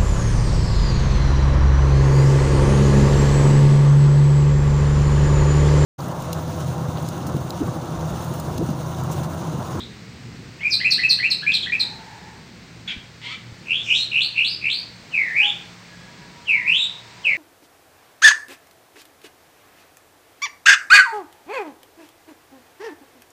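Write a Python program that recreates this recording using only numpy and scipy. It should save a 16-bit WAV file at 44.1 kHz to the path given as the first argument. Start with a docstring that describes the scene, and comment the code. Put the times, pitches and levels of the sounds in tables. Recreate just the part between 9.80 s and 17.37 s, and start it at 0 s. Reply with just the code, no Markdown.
"""Caged mockingbird in a walled yard

After the last moment of a buzzy upslur, a bird gives six quick chirps, a chuck, a rasp and five buzzy
upslurs, with a wheeze over the second, then two long whistles that dip and rise, and a third cut off
as it sinks. Gliding tones with a fast tremor make the clear notes; click trains and noise shaped by
the throat make the harsh ones. Roof and walls echo. Behind it, shaped noise and fuzzy hums make a
town rumble and a hiss, with dull knocks and far tones."""
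import sys
import numpy as np
from scipy import signal
from scipy.fft import rfft, irfft, next_fast_len
from scipy.io import wavfile
from scipy.ndimage import uniform_filter1d, map_coordinates

SR = 44100
rng = np.random.default_rng(int(sys.argv[2]) if len(sys.argv) > 2 else 0)


def unload_audio(sound):
    """Save the sound as a 16-bit wav file, at the path given as the first command line argument."""
    columns = np.transpose(np.atleast_2d(sound))
    # keep every value between -1 and 1, then stretch to whole-number steps
    steps = np.round(np.clip(columns, -1, 1) * 32767)
    wavfile.write(sys.argv[1], SR, steps.astype(np.int16))


N = 333837  # length of the scene in samples

# Levels in the tables are those of each part before it is mixed, echoed and picked up.


def amp(db):
    """Turn decibels into gain."""
    return 10 ** (np.asarray(db) / 20)


def unit(x):
    """Scale a sound to an rms strength of 1."""
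    return x / np.sqrt(np.mean(x ** 2) + 1e-20)


def along(points, hz):
    """Read a curve of (Hz, value) points, with pitch on a log axis."""
    point_hz, value = np.transpose(points)
    return np.interp(np.log(hz + 1), np.log(point_hz + 1), value)


def level(rows):
    """Gain at every sample from (time_s, level_db) rows, silent outside them."""
    time_s, db = np.transpose(rows)
    return amp(np.interp(np.arange(N) / SR, time_s, db, left=-120, right=-120))


def drift(rows):
    """Gain at every sample from (time_s, level_db) rows, held beyond the ends."""
    time_s, db = np.transpose(rows)
    return amp(np.interp(np.arange(N) / SR, time_s, db))


def wobble(rate, samples=None):
    """A smooth random curve with rate knots a second, at the given samples (all by default)."""
    knots = rng.standard_normal(N // 8)
    if samples is None:
        samples = np.arange(N)
    return map_coordinates(knots, [samples * rate / SR], order=2, mode="wrap")


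def filtered(x, response):
    """Multiply the spectrum of a sound by a response that depends on frequency."""
    size = next_fast_len(N + SR // 2)
    hz = np.fft.rfftfreq(size, 1 / SR)
    return irfft(rfft(x, size) * response(hz), size)[:N]


def coloured(x, spectrum):
    """Shape a sound by (Hz, dB) points, then scale it to rms 1."""
    return unit(filtered(x, lambda hz: amp(along(spectrum, hz))))


def swell(u, peak, rise_db, fall_db):
    """Level in dB along a note (u from 0 to 1): it grows to its loudest moment, then fades."""
    return np.interp(u, [0, np.clip(peak, .01, .99), 1], [-rise_db, 0, -fall_db])


def mockingbird():
    """The whole song, from gliding tones and harsh noises; each chirp is a hook, a pip and a plunge."""
    song = chirps() + amp(-2) * buzzy_upslurs() + long_whistles()
    return song + chuck() + rasp() + wheeze()


def chirps():
    """Six chirps: a low hook with a second voice beside it, a clear pip and a hoarse plunge."""
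    # soft low hooks: start_s, length_s, top_pitch_hz, level_db
    hook_rows = [(0.805, 0.034, 2365, -34), (1, 0.046, 2174, -27), (1.178, .052, 2115, -27),
                 (1.387, 0.05, 2115, -28), (1.619, .044, 1807, -35), (1.858, 0.051, 2035, -31)]
    # the other side of the syrinx beside each hook: s after its start, pitch_hz, dB against the hook
    flick_shape = [(-.012, 2420, -11), (.003, 2950, -9.5), (.018, 3450, -14.5)]
    # clear pips: start_s, length_s, first_pitch_hz, last_pitch_hz, level_db, loudest (share of length)
    pip_rows = [(.832, .062, 2316, 2464, -18, .82), (1.045, 0.038, 2326, 2703, -13, 0.3),
                (1.233, 0.046, 2520, 2641, -14.5, 0.098), (1.429, 0.048, 2195, 2782, -16, 0.41),
                (1.665, .056, 2305, 2650, -14.5, 0.18), (1.921, 0.037, 2284, 2630, -16, .14)]
    # hoarse plunges: start_s, length_s, settling_pitch_hz, plunge_time_s,
    # share of pitch lost at the end, level_db, loudest (share of length)
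    plunge_rows = [(.899, .059, 4283, .012, .03, -13.5, 0.77), (1.104, 0.045, 4443, .004, .15, -10.5, .42),
                   (1.29, 0.049, 4252, 0.0044, 0.072, -9.5, 0.44),
                   (1.501, .031, 4223, 0.0041, 0.11, -13, 0.64),
                   (1.717, 0.0088, 3400, 0.0019, 0.066, -15.5, 0.7),
                   (1.736, 0.037, 4025, .0024, .27, -12.5, 0.08),
                   (1.817, 0.03, 3380, .004, 0.094, -22, 0.52), (1.994, .041, 4126, .002, .1, -16, 0.25)]
    hooks = syrinx([hook(*row) for row in hook_rows], tremor_hz=103, tremor_depth=0.02, throb_db=2.6,
                   jitter=0.02, tremor_from=1, tremor_to=0.88, hoarse=0.028, overtone_db=5)
    flick_notes = [np.add(flick_shape, (start, 0, db)) for start, _, _, db in hook_rows]
    flicks = syrinx(flick_notes, tremor_hz=107, tremor_depth=0.009, throb_db=3.0,
                    jitter=0.012, tremor_from=1, tremor_to=1)
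    pips = syrinx([pip(*row) for row in pip_rows], tremor_hz=104.2, tremor_depth=0.024, throb_db=-0.5,
                  jitter=0.017, tremor_from=1, tremor_to=0.81, hoarse=0.022, overtone_db=-2.5)
    plunges = syrinx([plunge(*row) for row in plunge_rows], tremor_hz=413.4, tremor_depth=.028,
                     throb_db=0.5, jitter=0.036, tremor_from=1.5, tremor_to=0.31,
                     hoarse=0.11, overtone_db=-5.0)
    return hooks + flicks + pips + plunges


def hook(start, length, top_hz, db):
    """A quick flick up that sags again, as (s, Hz, dB) points."""
    # share of the length, pitch ratio to the top pitch, dB against the hook's level
    hook_shape = [(0, .74, -11), (0.301, 0.95, 4), (1, .92, -10)]
    u, ratio, shape_db = np.transpose(hook_shape)
    return np.transpose([start + u * length, top_hz * ratio, db + shape_db])


def pip(start, length, first_hz, last_hz, db, peak):
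    """A clear note whose rise levels off, as (s, Hz, dB) points."""
    u = np.linspace(0, 1, 40)
    bend = 1.71  # above 1, the rise flattens out
    hz = last_hz + (first_hz - last_hz) * (1 - u) ** bend
    return np.transpose([start + u * length, hz, db + swell(u, peak, rise_db=6, fall_db=13.5)])


def plunge(start, length, settle_hz, plunge_s, droop, db, peak):
    """The membrane slackens: the pitch drops, settles as the note gains strength, and droops at the end."""
    u = np.linspace(0, 1, 60)
    start_ratio, droop_power = 1.66, 3  # first pitch over settling pitch; how late the droop comes
    high_loss_db = 26  # the note is weaker while high
    tension = np.exp(-u * length / plunge_s)
    hz = settle_hz * (1 + (start_ratio - 1) * tension) * (1 - droop * u ** droop_power)
    note_db = db - high_loss_db * tension + swell(u, peak, rise_db=6, fall_db=13.5)
    return np.transpose([start + u * length, hz, note_db])


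def buzzy_upslurs():
    """All the buzzy notes that break upward, added together; the first has begun before the scene."""
    # start_s, low_part_s, high_part_s, tremor_hz, low_pitch_hz, top_pitch_hz,
    # low_db, high_db, growth_db, loudest (share of the low part)
    upslur_rows = [(-.1, 0.089, 0.055, 71, 2700, 3900, -28, -32, 20, .7),
                   (3.854, .076, .09, 81.9, 2468, 3504, -17.5, -21, 30, 0.77),
                   (4.059, 0.079, 0.098, 81.3, 2582, 4130, -14.5, -16.5, 23.5, 0.64),
                   (4.312, 0.094, .063, 69.74, 2610, 4435, -16, -16.5, 13, 0.63),
                   (4.538, .102, 0.1, 57.8, 2528, 4840, -16, -19.5, 28, 0.43),
                   (4.808, 0.087, 0.11, 70.25, 2392, 4610, -19, -20.5, 22, 0.57)]
    return sum(upslur(*row) for row in upslur_rows)


def upslur(start, low_s, high_s, tremor_hz, low_hz, top_hz, low_db, high_db, growth_db, peak):
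    """A low stuttering buzz swells, breaks into the high register and climbs."""
    # low part: share of the part, Hz above the low pitch
    low_shape = [(0, 111.5), (.35, -31.5), (.7, 90.5), (1, 291.5)]
    # high part: share of the part, share of the rise in pitch, dB against high_db
    high_shape = [(.06, .42, -0.5), (.34, .77, -3.5), (.6, .93, -9), (1, 0.93, -7.5)]
    u = np.linspace(0, 1, 30)
    offset_hz = np.interp(u, *np.transpose(low_shape))
    buzz_db = low_db + swell(u, peak, growth_db, fall_db=7)
    low = [start + u * low_s, low_hz + offset_hz, buzz_db]
    v, rise, shape_db = np.transpose(high_shape)
    high = [start + low_s + v * high_s, low_hz + (top_hz - low_hz) * rise, high_db + shape_db]
    return syrinx([np.hstack([low, high]).T], tremor_hz=tremor_hz, tremor_depth=0.079, throb_db=5.5,
                  jitter=0.026, tremor_from=1.31, tremor_to=0.64, hoarse=0.013, overtone_db=-6.5)


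def long_whistles():
    """Trilled whistles, the last cut off as it sinks, with high noise following as a sizzling edge."""
    # start_s, fall_s, rise_s, hold_s, tremor_hz, pitch ratio of the fall, of the rise,
    # fall_db, rise_db, closing_db
    whistle_rows = [(5.306, 0.2, .161, .04, 77.75, .945, .965, -21, -18.5, -26),
                    (6.655, 0.16, .165, .065, 84.13, 1.01, 1.03, -19, -18.5, -18.5),
                    (7.431, 0.12, 0.2, .05, 84.9, 1.013, 1.005, -17.5, -18, -24)]
    # the very high edge: pitch_hz, level_db
    sizzle_spectrum = [(13500, -61), (14700, -8.5), (15100, 8.5), (15800, -8.5)]
    whistles = sum(whistle(*row) for row in whistle_rows)
    strength = uniform_filter1d(np.abs(whistles), size=600)
    return whistles + amp(-42) * strength * coloured(rng.standard_normal(N), sizzle_spectrum)


def whistle(start, fall_s, rise_s, hold_s, tremor_hz, fall_ratio, rise_ratio, fall_db, rise_db, closing_db):
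    """A trilled tone that sinks to a weak low point, then, if the scene lasts, climbs and holds its top."""
    # both halves: share of the half, pitch_hz before the pitch ratio, dB against the level of the half
    fall_shape = [(0, 3277, -34), (.13, 2904, -13), (.19, 2681, 1), (.4, 2333, 0.5), (.68, 2150, -2.5),
                  (1, 1861, -12.5)]
    rise_shape = [(0.218, 2040, -13), (.41, 2442, 2.5), (.66, 2630, 0.5), (.84, 3178, 1), (1, 3560, -5.5)]
    fall = np.array(fall_shape) * [fall_s, fall_ratio, 1] + [start, 0, fall_db]
    rise = np.array(rise_shape) * [rise_s, rise_ratio, 1] + [start + fall_s, 0, rise_db]
    # the held top creeps up to 3620 Hz times the ratio of the rise
    hold = (rise[-1, 0] + hold_s, 3620 * rise_ratio, closing_db)
    return syrinx([np.vstack([fall, rise, hold])], tremor_hz=tremor_hz, tremor_depth=0.06, throb_db=2.0,
                  jitter=0.014, tremor_from=0.63, tremor_to=0.8, hoarse=0.013, overtone_db=-5.5)


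def chuck():
    """A short harsh note: membrane slaps and air in the throat, with a throbbing tone on top."""
    # strength of the harsh sound: time_s, level_db
    chuck_effort = [(3.076, -37), (3.081, -24), (3.095, -29.5), (3.115, -24), (3.13, -46)]
    # throat resonance: pitch_hz, level_db
    chuck_throat = [(530, -55), (900, -21), (1070, -29), (1180, -57), (1370, -17.5), (1900, -15.5),
                    (2050, -11), (2240, -5.5), (3320, -9.5), (4400, -19), (7000, -38.5), (9100, -53),
                    (15400, -120)]
    # one tone: time_s, pitch_hz, level_db
    chuck_tone = [
        [(3.076, 3410, -32), (3.081, 3470, -29.5), (3.1, 3227, -31.5), (3.115, 3260, -40)],
    ]
    slaps = amp(-5.5) * harsh(chuck_effort, chuck_throat, pulse_hz=332.0, glide=0.11,
                              scatter=0.11, noise_share=0.28)
    return slaps + syrinx(chuck_tone, tremor_hz=320, tremor_depth=0.01, throb_db=7.5,
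                          jitter=0.021, tremor_from=0.78, tremor_to=0.7)


def rasp():
    """Both sides of the syrinx sound at once, a low rattle and a rising squeal, with a faint tone."""
    # strength of the harsh sound: time_s, level_db
    rasp_effort = [(3.415, -41.5), (3.455, -33), (3.49, -34.5), (3.525, -32.5), (3.55, -40)]
    # throat resonance: pitch_hz, level_db
    rasp_throat = [(470, -67), (800, -21.5), (970, -11), (1080, -26), (1250, -17.5), (1630, -17.5),
                   (2040, 0), (2330, 0), (2420, -8), (3170, 0.5), (3920, -9), (4320, -8.5), (5090, -20),
                   (8000, -27.5), (10400, -44), (17600, -120)]
    # one tone: time_s, pitch_hz, level_db
    rasp_tone = [
        [(3.47, 1002, -54), (3.5, 1200, -54), (3.522, 1308, -45), (3.548, 1310, -51.5)],
    ]
    rattle = harsh(rasp_effort, rasp_throat, pulse_hz=230.6, glide=0.86, scatter=.02, noise_share=0.25)
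    squeal = harsh(rasp_effort, rasp_throat, pulse_hz=920, glide=2.2, scatter=0.021, noise_share=0.12)
    tone = syrinx(rasp_tone, tremor_hz=235, tremor_depth=.01, throb_db=1.5,
                  jitter=0.012, tremor_from=1, tremor_to=0.93)
    return rattle + amp(-9) * squeal + tone


def wheeze():
    """Breathy noise shaped by the throat, with no pitch of its own."""
    # strength: time_s, level_db
    wheeze_effort = [(4.03, -49.5), (4.06, -45.5), (4.14, -42), (4.2, -39), (4.23, -55.5)]
    # throat resonance: pitch_hz, level_db
    wheeze_throat = [(4000, -25.5), (5200, 2.5), (5800, 5), (6600, -0.5), (7800, -3), (9500, -24.5),
                     (15000, -24)]
    return level(wheeze_effort) * coloured(rng.standard_normal(N), wheeze_throat)


def syrinx(notes, tremor_hz, tremor_depth, throb_db, jitter, tremor_from, tremor_to,
           hoarse=.01, overtone_db=0, edge_s=0.00083, smear=0.81):
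    """A nearly pure gliding tone; a fast muscle tremor swings its pitch and strength.

    The tremor changes from tremor_from to tremor_to along each note of (s, Hz, dB) points;
    hoarseness spreads a skirt round the tone."""
    # overtones radiated by the open beak: pitch_hz, level_db against the main tone before overtone_db
    beak = [(3000, -32.5), (5000, -47), (6300, -46.5), (7600, -31.5), (8600, -35.5), (10000, -34.5),
            (13000, -22.5), (16000, -29.5)]
    out = np.zeros(N)
    for note in notes:
        time_s, pitch_hz, db = np.transpose(note)
        samples = np.arange(max(int(time_s[0] * SR), 0), min(int(time_s[-1] * SR), N))
        t = samples / SR
        unsteady, pace = wobble(900, samples), wobble(25, samples)
        flutter, blur = wobble(2200, samples), wobble(1400, samples)
        tremor = 2 * np.pi * np.cumsum(tremor_hz * (1 + 0.039 * pace)) / SR
        shake = np.clip(np.linspace(tremor_from, tremor_to, len(samples)), 0, 2)
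        hz = uniform_filter1d(np.interp(t, time_s, pitch_hz), size=130)
        hz = hz * (1 - tremor_depth * shake * np.sin(tremor) + jitter * unsteady)
        phase = 2 * np.pi * np.cumsum(hz) / SR
        tone = np.sin(phase)
        for k in range(2, 4):
            # overtones are rougher than the main tone, and none passes half the sample rate
            strength = amp(along(beak, k * hz) + overtone_db - 15.9 * (k - 3))
            strength = strength * (k * hz < SR / 2)
            tone += strength * np.sin(k * phase + smear * blur)
        fade = np.clip(np.minimum(t - time_s[0], time_s[-1] - t) / edge_s, 0, 1)
        # with a positive throb, the tone is strongest on the upward swing of the tremor
        loudness = amp(np.interp(t, time_s, db) - throb_db * shake * np.cos(tremor - np.pi / 8))
        out[samples] += np.sqrt(2) * tone * fade * loudness * (1 + hoarse * flutter)
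    return out


def harsh(effort, throat, pulse_hz, glide, scatter, noise_share):
    """Uneven membrane slaps, speeding up at the rate glide, ring in the throat with turbulent air."""
    since_s = np.clip(np.arange(N) / SR - effort[0][0], 0, 1)
    slap_hz = pulse_hz * np.exp(glide * since_s + scatter * wobble(300))
    cycles = np.cumsum(slap_hz) / SR
    slaps = unit(np.diff(np.floor(cycles), prepend=0))  # one click per cycle
    return level(effort) * coloured(slaps + noise_share * rng.standard_normal(N), throat)


def early_echoes(x):
    """Single bounces off the cage roof, the ground and the nearest walls: delayed copies."""
    # delay_s, gain (a minus sign flips the wave)
    bounces = [(.0024, 0.25), (.0074, -0.085), (.0098, -0.52), (0.011, -0.63), (0.0159, .25), (.0283, 0.45)]
    return sum(gain * np.pad(x, (int(delay * SR), 0))[:N] for delay, gain in bounces)


def reverberation(x, build_s=0.0066):
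    """The diffuse answer of the yard: noise that builds up briefly, then dies, mostly treble first."""
    # pitch_hz, time to fall by 60 dB in s
    yard_decay = [(300, 1), (2500, 0.39), (4500, 0.45), (8000, 0.36), (15000, 0.34)]
    hz, t, grains = signal.stft(rng.standard_normal(int(SR * 3 / 4)), SR, nperseg=256)
    decay = amp(-60 * t / along(yard_decay, hz)[:, None])
    tail = signal.istft(grains * decay * (1 - np.exp(-t / build_s)), SR, nperseg=256)[1]
    return signal.fftconvolve(x, tail / np.linalg.norm(tail))[:N]


def far_tones():
    """Faint gliding tones from beyond the yard, each a wavering sine and its octave."""
    # start_s, end_s, pitch_hz, glide_hz over the tone, level_db, octave_db against the tone,
    # waver (share of pitch)
    far_rows = [(1.966, 2.553, 885, 9.5, -49, -4, 0.087), (5.572, 5.696, 824, -10, -40, -4.5, 0.022),
                (6.07, 6.437, 1673, -8, -51, -9.5, 0.009), (6.245, 6.81, 961.5, -13.5, -52.5, -14, 0.012),
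                (6.724, 6.898, 958, 93.5, -49.5, -24, 0.01832), (6.907, 7.503, 935, 49, -56, -20, 0.048),
                (7.406, 7.617, 558.4, 16, -50.5, -8, 0.047)]
    t, waver, out = np.arange(N) / SR, wobble(150), np.zeros(N)
    for start, end, hz, glide, db, octave_db, share in far_rows:
        pitch_hz = np.interp(t, [start, end], [hz, hz + glide]) * (1 + share * waver)
        phase = 2 * np.pi * np.cumsum(pitch_hz) / SR
        fade = np.clip(np.minimum(t - start, end - t) / 0.035, 0, 1)
        out += amp(db) * fade * (np.sin(phase) + amp(octave_db) * np.sin(2 * phase))
    return out


def background():
    """Town rumble, two hums and soft knocks, under a gently wavering outdoor hiss."""
    return town_rumble() + hums() + bumps() + hiss()


def town_rumble():
    """Low shaped noise whose strength drifts and wavers."""
    # drift: time_s, level_db
    town_level = [(0.3, -39), (1.57, -43), (5.6, -49), (6.71, -49), (7.3, -50.5)]
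    # colour: pitch_hz, level_db
    rumble_spectrum = [(15, -56), (25, -30), (44, -9), (80, -4), (114, -6), (146, 0.5), (216, -2.5),
                       (254, -5.5), (292, -8.5), (331, -8), (447, -14.5), (500, -14.5), (650, -50),
                       (1100, -120)]
    waver = amp(-1 + 1.4 * wobble(4.8))
    return drift(town_level) * waver * coloured(rng.standard_normal(N), rumble_spectrum)


def hums():
    """Two fuzzy low lines, each with its own slow drift in level."""
    # both: time_s, level_db
    low_level = [(0, -39), (.8, -41.5), (2.3, -44), (3.1, -43), (4.2, -42), (5.2, -48), (7.57, -49.5)]
    high_level = [(0, -48), (2.4, -44), (4.6, -56), (6.2, -43), (7.57, -55.5)]
    return drift(low_level) * hum(116, db=-4.5) + drift(high_level) * hum(176, db=-4.5)


def hum(hz, db, waver=0.8):
    """One sine made fuzzy by random changes in phase (waver, radians) and strength."""
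    phase = 2 * np.pi * hz * np.arange(N) / SR + waver * wobble(22)
    return amp(db + 4.24 * wobble(16)) * np.sin(phase)


def bumps(t60_s=0.043):
    """Soft dull knocks: low sines that die within a few cycles."""
    # start_s, pitch_hz, level_db before a shared lift of 10.5 dB
    bump_rows = [(3.163, 225.6, -38), (3.17, 70, -35.5), (3.724, 95, -38)]
    out = np.zeros(N)
    for start, hz, db in bump_rows:
        age_s = np.maximum(np.arange(N) / SR - start, 0)
        out += amp(db + 10.5 - 60 * age_s / t60_s) * np.sin(2 * np.pi * hz * age_s)
    return out


def hiss():
    """Soft shaped noise with a small slow waver in level."""
    # colour: pitch_hz, level_db
    air_spectrum = [(150, -18), (400, -0.5), (700, -1), (1200, -2), (2200, 1), (3200, -5.5), (4400, -2),
                    (6000, -8.5), (8000, -13), (12000, -18.5), (16000, -23.5)]
    return amp(-45 + 1.2 * wobble(2.3)) * coloured(rng.standard_normal(N), air_spectrum)


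def scene():
    """The bird is near, with strong echoes; the far tones come both direct and scattered."""
    song, far = mockingbird(), far_tones()
    near = amp(-0.5) * (song + early_echoes(song)) + amp(-3) * reverberation(song)
    return (near + far + reverberation(far) + background())[None]


def record(dry):
    """The microphone has little deep bass, a hollow in the high treble and a steep band limit."""
    # pitch_hz, level_db
    microphone = [(20, -9.5), (45, 0), (8400, -1.5), (9100, -9), (9700, -17), (10600, -17), (12000, -10),
                  (14000, -8.5), (15800, -5)]
    top_hz = 15850  # nothing passes from here up
    return filtered(dry[0], lambda hz: amp(along(microphone, hz)) * (hz < top_hz))[None]


dry = scene()
out = record(dry)
unload_audio(out)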